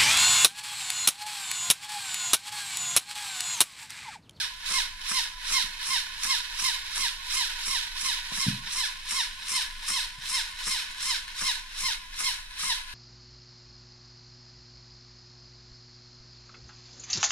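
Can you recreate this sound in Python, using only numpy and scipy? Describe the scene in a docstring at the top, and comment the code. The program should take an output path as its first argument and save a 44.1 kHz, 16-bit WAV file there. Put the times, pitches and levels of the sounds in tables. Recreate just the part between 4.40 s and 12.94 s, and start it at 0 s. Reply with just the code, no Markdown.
"""A geared toy motor cranks two air pumps on a metal tray for a pneumatic toy engine, over low room rumble.
Each stroke: the motor labours, a puff of noise opens, the crank clacks and thuds within it, and the motor
races as the piston turns over: ticking teeth whine up and down over rasping chatter and a ringing gear case.
The hand-held camera draws back, mostly in the first 3.6 s. Damped low modes ring as it is bumped:
softly at 1.2 s, in a hard cluster around 4 s and once more at 5.8 s."""
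import sys
import numpy as np
from scipy import signal
from scipy.fft import rfft, irfft, next_fast_len
from scipy.io import wavfile
from scipy.ndimage import map_coordinates

SR = 44100
rng = np.random.default_rng(int(sys.argv[2]) if len(sys.argv) > 2 else 0)


def unload_audio(sound):
    """Save the sound as a 16-bit wav file, at the path given as the first command line argument."""
    columns = np.transpose(np.atleast_2d(sound))
    # keep every value between -1 and 1, then stretch to whole-number steps
    steps = np.round(np.clip(columns, -1, 1) * 32767)
    wavfile.write(sys.argv[1], SR, steps.astype(np.int16))


N = 376613
TIME = np.arange(N) / SR


def undb(db):
    """Decibels to gain."""
    return 10 ** (np.asarray(db) / 20)


def unit(x):
    """Scale to rms 1."""
    return x / np.sqrt(np.mean(x ** 2))


def response(points, hz):
    """Gain of a (f/Hz, level/dB) colour, interpolated over log frequency."""
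    f, db = np.transpose(points)
    return undb(np.interp(np.log(hz + 1), np.log(f), db))


def colour(x, points, modes=()):
    """Pass a sound through a broad colour with resonances standing on it."""
    size = next_fast_len(N + SR)
    hz = np.arange(size // 2 + 1) * SR / size
    power = 1
    for f, width, db in modes:
        power = power + undb(db) ** 2 / (1 + (2 * (hz - f) / width) ** 2)
    spectrum = rfft(x, size) * response(points, hz) * np.sqrt(power)
    return irfft(spectrum, size)[..., :N]


def walk(rate):
    """Smooth chance with a spread near 1, drawn anew `rate` times a second."""
    knots = rng.standard_normal(N // 10)
    return 1.21 * np.interp(TIME * rate, np.arange(len(knots)), knots)


def noise(spread):
    """Noise from a wide object: each microphone port hears a shared part and a part of its own."""
    draw = rng.standard_normal((3, N))
    return unit(draw[0] + spread * draw[1:])


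def clicks(times, sizes):
    """Impulses, each shared between two neighbouring samples."""
    at = np.clip(np.asarray(times) * SR, 0, N - 2)
    i = at.astype(int)
    later = at - i
    return np.bincount(i, sizes * (1 - later), N) + np.bincount(i + 1, sizes * later, N)


def fading(t60):
    """Half a second of envelope that falls by 60 dB in t60 seconds."""
    return np.exp(-np.log(1000) * TIME[:SR // 2] / t60)


def bell(t, width):
    """Smooth rise and fall, 1 at t = 0."""
    return np.exp(-.5 * (t / width) ** 2)


def echoes(x, t60):
    """Dense reflections of unit energy, different at each port."""
    tail = rng.standard_normal((2, SR // 2)) * fading(t60)
    tail /= np.sqrt(np.sum(tail ** 2, axis=1, keepdims=True))
    return signal.fftconvolve(x, tail, axes=1)[:, :N]


# colour of the room's rumble: (f/Hz, relative level/dB)
RUMBLE_COLOUR = [(12, -3.5), (22, 13), (32, 0), (50, -10), (70, -10.5), (130, -23.5), (220, -22.5),
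                 (400, -42.5), (2000, -28), (14000, -88)]


def rumble(db=-47.5, swell_db=0.0):
    """Low room rumble, alike at both ports; swell_db sets how far its level wavers."""
    return unit(colour(rng.standard_normal(N), RUMBLE_COLOUR)) * undb(db + swell_db * walk(26))


# knocks on the camera body: (t/s, relative level/dB, push length/s)
BUMPS = [(1.243, -44.5, .0026), (3.922, -39.5, 0.00089), (3.987, -43, 0.0035), (4.068, -23, 0.003),
         (4.084, -11.5, 0.0051), (5.786, -28.5, 0.0097)]
# damped modes of the camera body: (f/Hz, relative level/dB, t60/s)
BODY_MODES = [(123, -14, 0.14), (143, -4, 0.05), (196, -3.5, 0.041), (260, -4.5, 0.052)]


def bumps(room_db=-6.5, room_t60=0.41):
    """Soft pushes ring the low modes of the camera body and leave a short rumble, alike at both ports."""
    push = 0
    for s, db, length in BUMPS:
        shape = np.exp(-np.pi * np.minimum((2 * (TIME - s) / length) ** 2, 20))
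        push = push + undb(db) * shape * 2 / (length * SR)  # a longer push has a lower peak
    ring = 0
    for hz, db, t60 in BODY_MODES:
        ring = ring + undb(db) * fading(t60) * np.cos(2 * np.pi * hz * TIME[:SR // 2])
    body = [(70, -7), (130, 0.5), (255, 4.0), (310, -9.5), (800, 9)]
    thump = colour(signal.fftconvolve(push, ring)[:N], body)
    return thump + undb(room_db) * echoes(thump[None], room_t60)[0]


# pump strokes, the two pumps in turn: (t/s of top speed, relative clack level/dB)
STROKES = [(-.05, -25), (.35, -16.5), (.752, -20), (1.151, -16.5), (1.518, -29), (1.897, -19), (2.255, -32),
           (2.612, -16), (2.979, -30), (3.316, -26), (3.662, -28), (4.016, -19), (4.386, -29), (4.763, -21),
           (5.148, -25), (5.541, -16.5), (5.943, -29), (6.315, -18), (6.686, -33), (7.06, -18),
           (7.451, -25), (7.854, -18), (8.273, -22), (8.665, -21)]
# the two pumps: (top tooth rate f/Hz, clack before top speed as a share of the stroke's length)
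PUMPS = [(1062, 0.1), (1080, 0.13)]
USUAL_STROKE_S = 0.36


def turnovers():
    """For each stroke: time, clack level, time since the stroke before, and its pump's top rate and clack lead."""
    s, clack_db = np.transpose(STROKES)
    top_hz, lead = np.transpose(PUMPS)[:, np.arange(len(s)) % 2]
    length = np.diff(s, prepend=s[0] - USUAL_STROKE_S)
    return s, clack_db, length, top_hz, lead


# a puff of air: level at the machine, time fully open before top speed, hold, attack and release
PUFF_DB, PUFF_LEAD_S, PUFF_HOLD_S = -32, 0.053, .052
PUFF_ATTACK_DB_PER_S, PUFF_RELEASE_DB_PER_S = 420, 170


def airflow():
    """Each turnover lets out a puff that opens fast ahead of top speed, holds and dies away."""
    since = TIME - turnovers()[0][:, None] + PUFF_LEAD_S
    attack_db = PUFF_ATTACK_DB_PER_S * since
    release_db = PUFF_RELEASE_DB_PER_S * (PUFF_HOLD_S - since)
    shape_db = np.minimum(attack_db, release_db).max(axis=0)
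    return undb(PUFF_DB + np.minimum(shape_db, 0))


# colour of the escaping air: (f/Hz, relative level/dB)
AIR_COLOUR = [(200, -9), (600, -46), (1050, 11), (1400, 1), (2500, 11), (4300, -4), (5400, 17.5), (6300, 8),
              (9300, 10.5), (10800, 9.5), (12200, -13), (13300, -2.5), (15000, -18)]


def air(flutter_db=3.0, spread=1.0):
    """Turbulent air escapes through narrow ports as fluttering noise."""
    return unit(colour(noise(spread), AIR_COLOUR)) * undb(flutter_db * walk(200))


# colours of the plastic clack and of the thud into the tray: (f/Hz, relative level/dB)
CLACK_COLOUR = [(200, 1), (600, -69), (1100, 19.5), (1600, 21), (3000, 9), (5500, 13), (9000, 5),
                (15000, -22)]
THUD_COLOUR = [(40, -28), (100, -5), (180, 10), (250, -2.5), (330, -8), (800, -5), (2000, -33)]


def crank(clack_t60=0.077, thud_t60=0.19, clack_db=-10.5, thud_db=-36.5, thud_share=.5, rise_s=0.0026,
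          clatter_db=2.5):
    """Each reversal closes the crank's play: a clattering clack and a dull thud that grows with it."""
    s, force_db, length, _, lead = turnovers()
    s = s - lead * length
    heard = (s > 0) & (s < TIME[-1])
    onset = 1 - np.exp(-TIME[:SR // 2] / rise_s)
    clack = force_db + clack_db, clack_t60, CLACK_COLOUR
    thud = thud_share * force_db + thud_db, thud_t60, THUD_COLOUR
    out = 0
    for db, t60, points in (clack, thud):
        hits = clicks(s[heard], undb(db[heard]))
        envelope = signal.fftconvolve(hits, onset * fading(t60))[:N]
        out = out + envelope * unit(colour(noise(0.54), points))
    return out * undb(clatter_db * walk(150))


# the motor races in a bell around each turnover; high pressure makes a stroke longer,
# and the motor slower and quieter
RACE_WIDTH_S, LABOUR_HZ, SAG_HZ_PER_S = .061, 345.6, 500
LABOUR_DB, SAG_DB_PER_S = -45.5, 102
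# the gears are loudest a little after top speed, when the load comes back on
RACE_DB, LOAD_LAG_S, LOAD_WIDTH_S = -27, 0.0093, 0.094
# just before top speed the teeth float in their play: the gears hush and the whine drops back
FLOAT_LEAD_S, FLOAT_WIDTH_S, FLOAT_GEAR_DB, FLOAT_WHINE_DB = 0.034, 0.018, -8.5, -6.5
# whine over chatter
WHINE_LABOUR_DB, WHINE_RACE_DB = -7, 3


def drive(jitter=0.00902, uneven_db=1.0):
    """The motor labours and races: tooth rate, level of the gears and whine over chatter in dB."""
    s, _, length, top_hz, _ = turnovers()
    since = TIME - s[:, None]
    overrun = np.interp(TIME, s - length / 2, length - USUAL_STROKE_S)
    race = bell(since, RACE_WIDTH_S).sum(axis=0)
    load = bell(since - LOAD_LAG_S, LOAD_WIDTH_S).sum(axis=0)
    floating = bell(since + FLOAT_LEAD_S, FLOAT_WIDTH_S).sum(axis=0)
    labour_hz = LABOUR_HZ - SAG_HZ_PER_S * overrun
    hz = (1 - race) * labour_hz + race * np.interp(TIME, s, top_hz)
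    labour_db = LABOUR_DB - SAG_DB_PER_S * overrun
    gear_db = (1 - load) * labour_db + load * RACE_DB + floating * FLOAT_GEAR_DB
    whine_db = (1 - race) * WHINE_LABOUR_DB + race * WHINE_RACE_DB + floating * FLOAT_WHINE_DB
    return hz * (1 + jitter * walk(170)), gear_db + uneven_db * walk(35), whine_db


# colour of the plastic housing: (f/Hz, relative level/dB)
HOUSING_COLOUR = [(300, -31), (480, -31), (720, -30.5), (980, -10), (1250, -22), (1700, -5), (2800, -3),
                  (3450, -5), (4100, 5), (4800, 0), (5600, -9.5), (6500, -4), (9300, -16), (11200, -9),
                  (12200, -13.5), (14500, -25.5)]
# resonances of the plastic frame: (f/Hz, width/Hz, level over the housing/dB)
FRAME_MODES = [(980, 43, 9), (1475, 50, 9), (2538, 43, 8), (3150, 230, 10), (3825, 280, 6),
               (5550, 190, 7.5), (9250, 360, 14)]


def chatter(hz, spread=1.45, mesh_depth=0.36, rattle_db=1.92):
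    """Loose plastic parts rasp in step with the teeth and ring the frame."""
    mesh = 1 + mesh_depth * np.cos(2 * np.pi * np.cumsum(hz) / SR)
    rasp = noise(spread) * mesh * undb(rattle_db * walk(300))
    hard = unit(colour(rasp, HOUSING_COLOUR, FRAME_MODES))
    # slow teeth touch softly and sound duller
    soft = unit(colour(hard, [(1700, 6.5), (4000, -6.0), (8000, -5), (14000, -5.5)]))
    speed = np.interp(hz, [380, 800], [0, 1])
    return speed * hard + (1 - speed) * soft


# colours of the gear whine and of the ringing gear case: (f/Hz, relative level/dB)
WHINE_COLOUR = [(350, -29), (470, -16.5), (650, -27), (820, -14.5), (950, 2.5), (1070, -14), (1300, -2.5),
                (1600, 9), (2100, 5), (2600, 2.5), (3150, 5.5), (3850, 13.5), (4400, 2.5), (5400, 10),
                (6500, -6.5), (7600, -17), (9000, -1.5), (13000, -31)]
CASE_COLOUR = [(350, -37.5), (750, -35), (920, -14.5), (1000, -0.5), (1085, -0.5), (1170, -24), (1500, -55)]
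# the case's level when racing, the share of the gears' level changes it follows, and how much it wavers
CASE_DB, CASE_FOLLOW, CASE_WAVER_DB = -47.5, 0.62, 3


def whine(hz, tooth_db=1.0, slop=0.01, flutter_db=2.5, bend=1.4):
    """Meshing teeth tick at the tooth rate, each a little different: their whine, and the case's ring."""
    turns = np.cumsum(hz) / SR  # in teeth
    count = int(turns[-1])
    chance = rng.standard_normal((N // 20, 2))[:count]
    times = np.interp(np.arange(count) + slop * chance[:, 0], turns, TIME)
    teeth = clicks(times, undb(tooth_db * chance[:, 1])) / np.sqrt(hz)
    # bending waves carry the treble through the plastic faster than the bass, which smears each tick
    size = next_fast_len(N + SR)
    delay = np.exp(-1j * bend * np.sqrt(np.arange(size // 2 + 1) * SR / size))
    teeth = irfft(rfft(teeth, size) * delay, size)[:N]
    # the case sings out whenever a harmonic of the tooth rate sweeps through its resonance
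    case = unit(colour(teeth, CASE_COLOUR)) * undb(CASE_WAVER_DB * walk(50))
    return unit(colour(teeth, WHINE_COLOUR)) * undb(flutter_db * walk(160)), case


# left minus right at the microphone ports: (f/Hz, level/dB)
BALANCE_DB = [(1000, -1), (1700, -0.5), (2500, -4), (3200, -7), (3900, -6), (5300, -7), (6200, -3.5),
              (7300, 0.5), (9000, 3.5), (10500, -4), (11600, -3), (13000, -4.5)]
# camera position: (t/s, further left minus right level/dB, lag of the left port/ms, machine level/dB)
CAMERA = [(0, 1, 0.049, 0.5), (3.6, 0.95, 0.073, -1.5), (4.7, 3, 0.034, -1.68), (8.5, 3.5, -0.094, -2.08)]


def ports(x, room_db=-2.5, room_t60=0.17):
    """The machine reaches the two microphone ports directly and by way of the tray and the room."""
    s, *columns = np.transpose(CAMERA)
    pan_db, lag_ms, near_db = (np.interp(TIME, s, c) for c in columns)
    lag = lag_ms * SR / 1000  # in samples
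    left = map_coordinates(x[0], [np.arange(N) - lag], order=3)
    direct = np.array([left, x[1]])
    heard = (direct + undb(room_db) * echoes(x, room_t60)) * undb(near_db)
    out = []
    for channel, side in zip(heard, (.5, -.5)):  # half of each difference on either side
        balance = [(f, side * db) for f, db in BALANCE_DB]
        out.append(colour(channel, balance) * undb(side * pan_db))
    return np.array(out)


def scene():
    """The machine and its air, heard from the camera over the rumble, with the bumps."""
    hz, gear_db, whine_db = drive()
    share = undb(whine_db)
    teeth, case = whine(hz)
    gears = (share * teeth + chatter(hz)) / np.sqrt(1 + share ** 2)
    motor = undb(gear_db) * gears
    ring = case * undb(CASE_DB + CASE_FOLLOW * (gear_db - RACE_DB))
    machine = motor + ring + air() * airflow() + crank()
    return ports(machine) + bumps() + rumble()


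def record(dry):
    """The recorder cuts the top steeply above 15.2 kHz."""
    lowpass = signal.ellip(10, .2, 80, 15200, fs=SR, output="sos")
    return signal.sosfilt(lowpass, dry)


dry = scene()
out = record(dry)
unload_audio(out)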